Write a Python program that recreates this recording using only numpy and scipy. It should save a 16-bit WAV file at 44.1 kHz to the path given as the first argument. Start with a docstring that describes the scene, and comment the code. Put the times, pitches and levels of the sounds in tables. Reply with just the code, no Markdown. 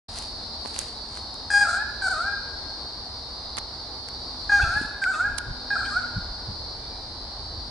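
"""Cicadas buzz in tall eucalypts, tymbal clicks ringing their bodies, over light wind and a faint far hum.
Dry leaves rustle and tick close by. A currawong gives two, then three slurred calls: a harmonic syrinx
tone holds, dives and climbs under the throat resonances, and the forest rings after each.
Wind bumps the microphone in the second half. A hollow click falls in the fourth call;
a small bird whistles far off near the end."""
import sys
import numpy as np
from scipy import signal
from scipy.fft import rfft, irfft
from scipy.io import wavfile

SR = 44100
rng = np.random.default_rng(int(sys.argv[2]) if len(sys.argv) > 2 else 0)


def to_wav(sig):
    """Store sig (one row per channel, or 1-D mono) as 16-bit WAV at the path in sys.argv[1].

    Samples outside -1..1 are clipped; the rate is SR.
    """
    pcm = np.clip(np.atleast_2d(sig), -1, 1) * 32767
    pcm = np.round(pcm).astype(np.int16)
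    wavfile.write(sys.argv[1], SR, pcm.T)  # frames by channels


N = 339570
T = np.arange(N) / SR
HZ = np.fft.rfftfreq(N, 1 / SR)

# diffuse sound at the two microphones: (frequency [Hz], left-right coherence [0-1])
COHERENCE = [(30, 1), (120, 0.95), (1000, 0.88), (2500, 0.21), (5000, 0.07), (10000, 0.057)]
# forest reverberation: (frequency [Hz], T60 [s])
FOREST_T60 = [(300, 0.27), (800, 0.59), (1600, 1.12), (4000, 1.21), (9000, 0.39)]

# nearest tymbal speeding up: (initial rate [Hz], settled rate [Hz], time constant [s])
TYMBAL_RAMP = (98.9, 108.2, 6.9)
# tymbal of each cicada: (nominal rate [Hz], coupling to the ramp [0-1])
TYMBAL_RATES = [(102, 1), (117.9, .9), (109.35, 0)]
# body of each cicada: (resonance [Hz], width [Hz], relative level [dB], pan [dB])
CICADA_BODIES = [(4600, 630, -9, -4.5), (4407, 1300, -9.5, -5.5), (4417, 760, -18, 23.5)]
# band a body radiates: (frequency [Hz], gain [dB])
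BODY_BAND = [(2800, -48), (3650, 1.5), (5400, 5), (6600, -11.5)]
# far chorus spectrum: (frequency [Hz], relative density [dB])
CHORUS_SPECTRUM = [(1760, -69), (3000, -61), (3470, -9), (3520, -71), (3630, -5.5), (3910, -13.5),
                   (4210, 1), (4640, -9.5), (4860, -15), (5030, -11), (5820, -14), (6190, -38), (6500, -33),
                   (8450, -43), (14300, -120)]
# cicada surges and lulls: (time [s], sigma [s], gain [dB])
CICADA_SURGES = [(0.493, 0.25, 1), (2.4, 0.36, 2), (4.58, 0.28, 2.5), (5.24, 0.2, -7), (5.793, .17, 2.5)]

# air in the trees: (frequency [Hz], relative density [dB])
AIR_SPECTRUM = [(12, -37), (20, -9), (49, -0.5), (67, 1.5), (166, -14.5), (248, -12), (401, -13.5),
                (484, -13), (516, -14.5), (818, -10), (2330, -28.5), (2480, -34.5), (3000, -32),
                (3900, -53), (6600, -120)]
# breeze contour, scaled to drive the rumble: (time [s], relative level [dB])
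BREEZE = [(0, -46), (4.35, -46), (4.7, -35), (5.0, -47), (6.2, -41), (7.3, -43), (7.7, -40)]
# far foliage hiss: (frequency [Hz], relative density [dB])
HISS_SPECTRUM = [(2200, -33), (3000, 11.5), (6000, 11), (7000, 3.5), (9000, 6), (11000, -0.5)]
# gusts and soft knocks on the microphone: (time [s], level [dB], sigma [s], nominal top [Hz])
MIC_BUMPS = [(4.639, -19.5, 0.0056, 109), (4.68, -31, 0.02, 100), (4.766, -34, 0.0029, 328),
             (4.815, -28.5, 0.0023, 386), (4.852, -35, 0.0039, 328.5), (5.31, -39, 0.067, 111),
             (5.502, -29.5, 0.018, 140), (6.179, -26, 0.014, 191), (6.28, -36, 0.039, 89.8),
             (6.496, -31.5, 0.014, 195.5), (7.592, -37, 0.044, 128)]
# far hum: (time [s], pitch [Hz], level [dB])
HUM_TRACK = [(1.1, 226, -55), (2.8, 231.6, -62.5), (4.2, 253.7, -56.5), (5.1, 250.7, -60.5),
             (5.6, 250.7, -51), (6.1, 246.2, -53), (6.4, 246, -74), (7.7, 247.7, -59)]

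# dry leaf: (frequency [Hz], relative density [dB])
LEAF_SPECTRUM = [(300, -2), (1000, 7), (2500, 2), (4000, 6), (7500, 2.5), (9500, 2.5), (11000, -2)]
# leaves brushed and settling: (time [s], peak [dB], rise [s], decay [s])
RUSTLES = [(.18, -39.5, 0.07, 0.087), (.68, -47, .04, .05), (.795, -36.5, 0.052, .075),
           (1.17, -44.5, 0.052, 0.044), (4.83, -44, 0.24, .05)]
# leaf and twig snaps: (time [s], level [dB], decay [s], tilt [dB/octave], pan [dB])
LEAF_TICKS = [(0.1867, -25, 0.001, 5, 0), (0.2237, -34, .002, 2, 4), (.6508, -26.5, 0.0025, -31, 5),
              (.6588, -24.5, 0.0016, -27, -2), (0.678, -35, .001, 6, 3), (0.7635, -24, 0.00097, -3, -3),
              (0.79, -13.5, 0.0011, 8, -4), (1.173, -36, 0.002, -3, -15), (1.342, -35, .001, 1, -1),
              (3.57, -27, .0015, 1.5, -10.5), (3.579, -23, 0.0011, -7, -11),
              (3.5838, -21.5, 0.0023, 0.5, -5), (4.0868, -29, 0.0013, 0, -2),
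              (5.3812, -21, 0.00043, 11, -10), (5.384, -18.5, 0.0017, 1.5, -10.5)]

# currawong calls: (start [s], hold [s], trough [s], climb [s], linger [s], held pitch [Hz],
# trough pitch [Hz], final pitch [Hz], onset offset [dB], held level [dB], change over hold [dB],
# trough level [dB], final level [dB], held overtones [dB], slur overtones [dB], subharmonic [ratio])
CALLS = [ (1.502, 0.13, .065, .078, 0.041, 815, 671, 845.4, -4.5, -15.5, 1, -28, -22.5, -16.5, -23.5, 0.03),
         (2.019, 0.1, 0.029, 0.092, 0.1, 764.3, 625, 808.6, -3.5, -24, 0.5, -34.5, -27.5, -20, -29.5, 0.01),
         (4.492, 0.13, 0.04, 0.081, 0.029, 807.6, 670, 844.5, -10.5, -10.5, -10.5, -33, -20.5, -26, -33.5, 0.07),
         (5.017, .088, .036, .085, 0.041, 767, 619, 816, -1.5, -23, 2, -35.5, -20.5, -27.5, -27.5, 0.02),
         (5.704, 0.18, 0.0074, 0.06, 0.029, 805.5, 592, 748.5, -6, -16.5, -17.5, -35, -24.5, -26.5, -26.5, 0),
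         ]
# pose per call: (upper throat resonance [Hz], beamed treble [dB], pan [dB], nominal phase smear [rad],
# fundamental gain [dB], share of reed lift [0-1])
CALL_POSES = [(8130, 0, 3.5, 0.08, 3, 0.6), (8400, -4.5, 1.5, 0.44, 3.5, 0.92),
              (6170, 0.5, 1.5, 1.7, 2.5, 0.2), (7750, -4.5, -1, 0.89, -4, 1),
              (8230, -10.5, -1.5, 0.9, -2, 0.3)]
# throat response, favouring harmonic 2: (frequency [Hz], gain [dB])
THROAT_RESPONSE = [(550, -12.5), (820, -18), (1150, -5), (1350, 3), (1680, -1), (2000, -30.5), (2450, -24),
                   (2900, -39), (3300, -27), (4100, -34), (4900, -22.5), (6000, -28), (8200, -30.5),
                   (9700, -32.5), (11000, -40.5)]
# odd multiples of the squared-off harmonic 2: (harmonic [number], full lift [dB])
REED_LIFT = [(6, 14.5), (10, 2)]
# sharp start of a call: (pitch excess [ratio], time constant [s])
SHARP_ONSET = (0.0249, 0.02245)
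# brief dips and catches in the calls' level and pitch:
# (time [s], sigma [s], pitch bend [ratio], gain [dB], brightness [dB])
CALL_DIPS = [(1.527, .006, 0, -10, 9), (1.597, 0.0077, 0, -13, 11.5), (1.67, 0.022, 0.01, -3.5, -0.5),
             (1.699, 0.0086, .07, 2.5, 1), (2.078, 0.0077, -0.047, 1, 3), (2.098, 0.004, 0, -27, 6),
             (4.512, .005, .02, -6, 2), (4.6, 0.00495, -.12, -3, -4), (5.065, 0.0084, -.08, -0.5, -6),
             (5.745, 0.0041, 0, -11.5, 0), (5.764, .006, -.18, -6.5, -1), (5.821, 0.0092, -.18, -2, -11)]
# nasal squawks within the calls: (time [s], length [s], pitch [Hz], source level [dB])
CALL_SQUAWKS = [(1.666, 0.016, 870, -51), (4.616, 0.018, 860, -32.5), (4.632, 0.014, 870, -33.5),
                (5.136, 0.023, 847, -41), (5.848, 0.026, 808, -41)]
# wide-open beak: (frequency [Hz], gain [dB])
GAPE_RESPONSE = [(850, 0), (1700, -23), (2550, 5.5), (3400, 1), (4300, -23), (6000, -35), (8000, -16),
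                 (11000, -19.5)]
# hollow click, likely the bill: (time [s], level [dB], decay [s], resonance [Hz], width [Hz], pan [dB])
HOLLOW_CLICK = (5.0400, -22, .0014, 2350, 1000, 6)
# distant small bird: (time [s], pitch [Hz], level [dB])
WHISTLE_TRACK = [(6.72, 2380, -66), (6.80, 2336, -56), (6.90, 2380, -77), (6.98, 2400, -77)]

CUTOFF_HZ = 11130


def amp(db):
    """Decibels to gain."""
    return 10 ** (np.asarray(db) / 20)


def unit_rms(x):
    """Scales to rms 1."""
    return x / np.sqrt(np.mean(x ** 2) + 1e-20)


def lookup(table, hz=HZ):
    """A spectrum table, interpolated in log frequency."""
    table_hz, value = np.transpose(table)
    return np.interp(np.log(hz + 1), np.log(table_hz + 1), value)


def curves(table):
    """Columns of a time table, per sample."""
    times_s, *columns = np.transpose(table)
    return [np.interp(T, times_s, column) for column in columns]


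def bell(t, centre_s, sigma_s):
    """Gaussian of height 1."""
    return np.exp(-.5 * ((t - centre_s) / sigma_s) ** 2)


def add(mix, at_s, sound):
    """Mixes a sound in at at_s."""
    part = mix[round(at_s * SR):][:len(sound)]
    part += sound[:len(part)]


def colour(x, gain_db):
    """Filters by a gain per frequency."""
    return irfft(rfft(x) * amp(gain_db), N)


def lowpass(x, corner_hz):
    """Rolls off at 12 dB/octave."""
    return colour(x, -10 * np.log10(1 + (HZ / corner_hz) ** 4))


def wander(band_hz, count=N):
    """Smooth random curve, rms about 1."""
    spectrum = rfft(rng.standard_normal(N)) * np.exp(-(HZ / band_hz) ** 2) * (HZ > 0)
    return unit_rms(irfft(spectrum, N))[:count]


def panned(x, pan_db):
    """Pans by left minus right level."""
    return x * amp([[pan_db / 2], [-pan_db / 2]])


def diffuse(pair, coherence):
    """Two independent spectra to partly coherent left and right."""
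    mid, side = np.sqrt(1 + coherence) * pair[0], np.sqrt(1 - coherence) * pair[1]
    return np.array([mid + side, mid - side])


def noise(table):
    """Coloured stereo noise, more alike in the bass."""
    white = diffuse(rfft(rng.standard_normal((2, N))), lookup(COHERENCE))
    return unit_rms(irfft(white * amp(lookup(table)), N))


def forest(x, early_db=4, early_s=0.05, gap_s=0.0049):
    """Trunks and leaves scatter sound: strong near echoes, then a long tail."""
    t = np.arange(2 * SR) / SR
    density = np.minimum(.01 + t / 2, .1)
    taps = rng.standard_normal((2, len(t))) * (rng.random((2, len(t))) < density)
    taps *= (t > gap_s) * (1 + amp(early_db) * np.exp(-t / early_s))
    hz, frame_s, spectra = signal.stft(taps, SR, nperseg=256)
    decay = amp(-60 * frame_s / lookup(FOREST_T60, hz)[:, None])
    spectra = diffuse(spectra, lookup(COHERENCE, hz)[:, None]) * decay
    tail = signal.istft(spectra, SR, nperseg=256)[1]
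    return signal.fftconvolve(x[None], unit_rms(tail) / np.sqrt(tail.shape[1]), axes=1)[:, :N]


def tymbal(rate_hz, return_gain=.85, return_cycle=.5035, spread=.1, drift=.0015, tremble=.0003):
    """A tymbal clicks in and out once a cycle."""
    cycles = np.cumsum(rate_hz * (1 + drift * wander(1.6) + tremble * wander(26))) / SR
    click_cycles = (np.arange(1, int(cycles[-1]))[:, None] + [0, return_cycle]).ravel()
    position = np.interp(click_cycles, cycles, np.arange(N))
    size = np.resize([1, -return_gain], len(position)) * (1 + spread * rng.standard_normal(len(position)))
    index, fraction = position.astype(int), position % 1
    clicks = np.bincount(index, size * (1 - fraction), N + 1)
    clicks += np.bincount(index + 1, size * fraction, N + 1)
    return clicks[:N]


def cicadas(level_db=-37.5, far_db=-9, skirt_order=2.21):
    """Tymbal clicks ring three bodies; a far chorus blurs into hiss."""
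    initial_hz, settled_hz, settle_s = TYMBAL_RAMP
    ramp = (settled_hz + (initial_hz - settled_hz) * np.exp(-T / settle_s)) / TYMBAL_RATES[0][0]
    near = np.zeros((2, N))
    for (rate_hz, coupling), (body_hz, width_hz, db, pan_db) in zip(TYMBAL_RATES, CICADA_BODIES):
        clicks = tymbal(rate_hz * ramp ** coupling)
        resonance_db = -20 * np.log10(1 + (abs(HZ - body_hz) / (width_hz / 2)) ** skirt_order)
        buzz = unit_rms(colour(clicks, resonance_db + lookup(BODY_BAND)))
        near += amp(db) * (panned(buzz, pan_db) + forest(buzz))
    far = amp(far_db) * noise(CHORUS_SPECTRUM)
    surge_db = sum(db * bell(T, at_s, sigma_s) for at_s, sigma_s, db in CICADA_SURGES)
    return unit_rms(unit_rms(near) + far) * amp(level_db + surge_db)


def wind(air_db=-41.5, hiss_db=-56, rumble_hz=140, flicker_db=-0.5, breeze_depth=0.78):
    """Air in the trees, a rumble that follows the breeze, far foliage hiss."""
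    air = amp(air_db) * noise(AIR_SPECTRUM)
    low = lowpass(air, rumble_hz)
    breeze_db, = curves(BREEZE)
    rumble = low * amp(breeze_depth * (breeze_db - breeze_db.mean()))
    rush = (air - low) * amp(flicker_db * wander(7.7))
    return rush + rumble + amp(hiss_db) * noise(HISS_SPECTRUM)


def hum(waver=0.16):
    """A faint low tone drifts and wavers."""
    hz, db = curves(HUM_TRACK)
    return amp(db) * np.sqrt(2) * np.sin(2 * np.pi * np.cumsum(hz) / SR) * (1 + waver * wander(1.2))


def leaf_rustle(grains_per_s=5000, spread_db=3, crossfeed=0.28, stir_db=-57, stir_db_per_s=-2.5):
    """Dense tiny snaps swell as leaves are brushed, over a fading stir."""
    sizes = amp(spread_db * np.minimum(rng.exponential(1, (2, N)), 5)) * rng.standard_normal((2, N))
    grains = sizes * (rng.random((2, N)) < grains_per_s / SR)
    power = amp(stir_db + stir_db_per_s * T) ** 2
    for at_s, db, rise_s, decay_s in RUSTLES:
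        swell = np.exp(-np.maximum((at_s - T) / rise_s, (T - at_s) / decay_s))
        power += (amp(db) * swell) ** 2
    return unit_rms(colour(grains + crossfeed * grains[::-1], lookup(LEAF_SPECTRUM))) * np.sqrt(power)


def leaf_ticks(forest_db=-21, antiphase=0.04, crackle_db=-19, crackle_s=0.0034, lead_s=.015):
    """Fibres crackle around each snap, so close that the two microphones disagree."""
    ticks = np.zeros((2, N))
    t, hz = T[:2048] - lead_s, np.fft.rfftfreq(2048, 1 / SR)
    octaves = np.log2(np.maximum(hz, 900) / 4000)
    for at_s, db, decay_s, db_per_octave, pan_db in LEAF_TICKS:
        response = amp(lookup(LEAF_SPECTRUM, hz) + db_per_octave * octaves) * (hz < CUTOFF_HZ)
        burst = irfft(rfft(rng.standard_normal((2, len(t)))) * response)
        burst = panned(unit_rms(burst - antiphase * burst[::-1]), pan_db)
        snap = (t >= 0) * np.exp(-abs(t) / decay_s)
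        crackle = amp(crackle_db) * np.exp(-abs(t) / crackle_s)
        for channel, sound in zip(ticks, burst):
            add(channel, at_s - lead_s, amp(db) * (snap + crackle) * sound)
    return ticks + amp(forest_db) * forest(ticks.mean(0))


def call_gesture(start_s, hold_s, trough_s, climb_s, linger_s, held_hz, trough_hz, final_hz,
                 onset_db, held_db, fade_db, trough_db, final_db, overtone_db, slur_db):
    """Pitch, level, brightness and roughness of one call: hold, dive, trough, climb, linger."""
    swell_s, dive_s, release_s = .034, .028, .02
    release_db, beak_closing_db, warble_rms_db = -27, -29, 3
    wobble, dip_roughness = .004, .64
    dive, low, rise, top, end = start_s + np.cumsum([hold_s, dive_s, trough_s, climb_s, linger_s])
    t = np.arange(start_s, end, 1 / SR)
    sharp, settle_s = SHARP_ONSET
    pitch_hz = np.interp(t, [dive, low, rise, top], [held_hz, trough_hz, trough_hz, final_hz])
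    pitch_hz *= 1 + sharp * np.exp((start_s - t) / settle_s) + wobble * wander(23.6, len(t))
    level_db = np.interp(t, [start_s, dive, low, rise, top],
                         [held_db, held_db + fade_db, trough_db, trough_db, final_db])
    bright_db = np.interp(t, [dive, low, rise + climb_s / 2, end],
                          [overtone_db, slur_db, slur_db, slur_db + beak_closing_db]) - level_db
    level_db += np.interp(t, [start_s, start_s + swell_s, end - release_s, end],
                          [onset_db, 0, 0, release_db])
    rough = np.interp(t, [start_s, start_s + swell_s, dive, low, rise, top],
                      [.67, .03, .03, .49, .49, .05])
    warble_db = warble_rms_db * wander(35, len(t)) * np.interp(t, [dive, low, top, end], [0, 1, 1, 0])
    level_db += warble_db
    bright_db -= warble_db  # only the main tone warbles
    for at_s, sigma_s, bend, gain_db, lift_db in CALL_DIPS:
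        dip = bell(t, at_s, sigma_s)
        pitch_hz *= 1 + bend * dip
        rough += dip_roughness * dip
        level_db += gain_db * dip
        bright_db += lift_db * dip
    return t, pitch_hz, level_db, bright_db, rough


def syrinx_call(gesture, subharmonic, upper_hz, smear, fundamental_db, reed_share):
    """A harmonic tone slides under the throat resonances, hoarse at the onset, trough and dips."""
    upper_db, upper_width_hz, beak_open_hz = 7, 700, 2000
    jitter, shimmer, hoarseness, max_smear = .012, .8, .35, .65
    breath_db, breath_floor, breath_corner_hz = -20, .008, 2500
    t, pitch_hz, level_db, bright_db, rough = call_gesture(*gesture)
    throat_db = lookup(THROAT_RESPONSE) + upper_db * bell(HZ, upper_hz, upper_width_hz)
    pitch_hz *= 1 + jitter * rough * wander(355, len(t))
    phase = 2 * np.pi * np.cumsum(pitch_hz) / SR
    unrest = wander(260)  # uneven membrane closure blurs each high partial separately
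    blur = np.minimum(smear + rough * hoarseness, max_smear)
    reed_db = {round(k): db * reed_share for k, db in REED_LIFT}
    flutter = rough * shimmer * wander(120, len(t))
    tone = np.zeros(len(t))
    for k in np.arange(2, 35) / 2:
        # the second side of the syrinx beats at half the pitch
        weight = subharmonic * (7 if k > 2 else 1) if k % 1 else 1
        partial_db = np.interp(k * pitch_hz, HZ, throat_db) + reed_db.get(k, 0)
        partial_db += fundamental_db * (k == 1)
        partial_db += bright_db * np.clip(k * pitch_hz / beak_open_hz - 1, 0, 1)
        blur_rad = blur * np.clip(k / 4 - 1, 0, 1) * (1.5 - reed_share * (k in reed_db))
        phase_noise = blur_rad * np.roll(unrest, rng.integers(N))[:len(t)]
        tone += weight * amp(partial_db) * (1 + flutter * min(1, 3 / k)) * np.sin(k * phase + phase_noise)
    highpass_db = -10 * np.log10(1 + (breath_corner_hz / (HZ + 1)) ** 6)
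    turbulence = unit_rms(colour(rng.standard_normal(N), throat_db + highpass_db))[:len(t)]
    puffs = turbulence * (1 + np.sin(phase))
    rasp = amp(breath_db + bright_db / 2) * (rough + breath_floor) * puffs
    return t[0], (tone * np.sqrt(2) + rasp) * amp(level_db) * signal.windows.tukey(len(t), .015)


def currawong(direct_db=-1, forest_db=-10, beam_hz=2300, echo_s=.077, echo_db=-12.5):
    """Five calls, a trunk echo and reverberation; with the head turned, treble arrives via the trees."""
    scattered, squawks, echo = np.zeros((3, N))
    direct = np.zeros((2, N))
    for (*gesture, subharmonic), (upper_hz, beam_db, pan_db, *timbre) in zip(CALLS, CALL_POSES):
        voice = np.zeros(N)
        add(voice, *syrinx_call(gesture, subharmonic, upper_hz, *timbre))
        shelf_db = beam_db * HZ ** 4 / (HZ ** 4 + beam_hz ** 4)
        direct += panned(colour(voice, shelf_db), pan_db)
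        scattered += colour(voice, -.4 * shelf_db)
    for at_s, length_s, pitch_hz, db in CALL_SQUAWKS:
        add(squawks, at_s, amp(db) * squawk(length_s, pitch_hz))
    add(echo, echo_s, amp(echo_db) * lowpass(scattered, beam_hz))
    return amp(direct_db) * (direct + squawks) + echo + amp(forest_db) * forest(scattered + squawks)


def squawk(length_s, pitch_hz, jitter=0.023):
    """A brief shaky note through the wide-open beak."""
    count = int(length_s * SR)
    phase = 2 * np.pi * np.cumsum(pitch_hz * (1 + jitter * wander(260, count))) / SR
    tone = sum(amp(lookup(GAPE_RESPONSE, k * pitch_hz)) * np.sin(k * phase) for k in range(1, 14))
    return unit_rms(tone) * signal.windows.tukey(count, .5)


def mic_bumps(side_gain=.14):
    """Gusts and soft knocks push both microphones nearly alike."""
    bumps = np.zeros((2, N))
    for at_s, db, sigma_s, top_hz in MIC_BUMPS:
        mid, side = (unit_rms(np.gradient(wander(top_hz * 0.68))) for _ in range(2))
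        window = bell(T, at_s, sigma_s)
        bump = window * np.array([mid + side_gain * side, mid - side_gain * side])
        bumps += amp(db) * unit_rms(bump) * np.sqrt(np.mean(window ** 2))
    return bumps


def hollow_click():
    """A tiny noise burst with one broad resonance."""
    at_s, db, decay_s, ring_hz, width_hz, pan_db = HOLLOW_CLICK
    ring_db = -10 * np.log10(1 + ((HZ - ring_hz ** 2 / (HZ + 1)) / width_hz) ** 2)
    burst = unit_rms(colour(rng.standard_normal(N), ring_db))
    return panned(amp(db) * burst * (T >= at_s) * np.exp(-abs(T - at_s) / decay_s), pan_db)


def far_bird():
    """One thin whistle, heard only as forest scatter."""
    hz, db = curves(WHISTLE_TRACK)
    gate = (T > WHISTLE_TRACK[0][0]) & (T < WHISTLE_TRACK[-1][0])
    return forest(amp(db) * gate * np.sin(2 * np.pi * np.cumsum(hz) / SR))


def scene():
    """Stereo sum of all sources."""
    birds = currawong() + hollow_click() + far_bird()
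    return birds + cicadas() + wind() + mic_bumps() + hum() + leaf_rustle() + leaf_ticks()


def record(dry, start_s=.083, fade_s=.006):
    """A moment of silence, a fast fade-in, top treble cut."""
    faded_in = dry * np.clip((T - start_s) / fade_s, 0, 1)
    treble_cut = signal.firwin(401, CUTOFF_HZ, window=("kaiser", 9), fs=SR)
    return signal.oaconvolve(faded_in, treble_cut[None], "same")


dry = scene()
out = record(dry)
to_wav(out)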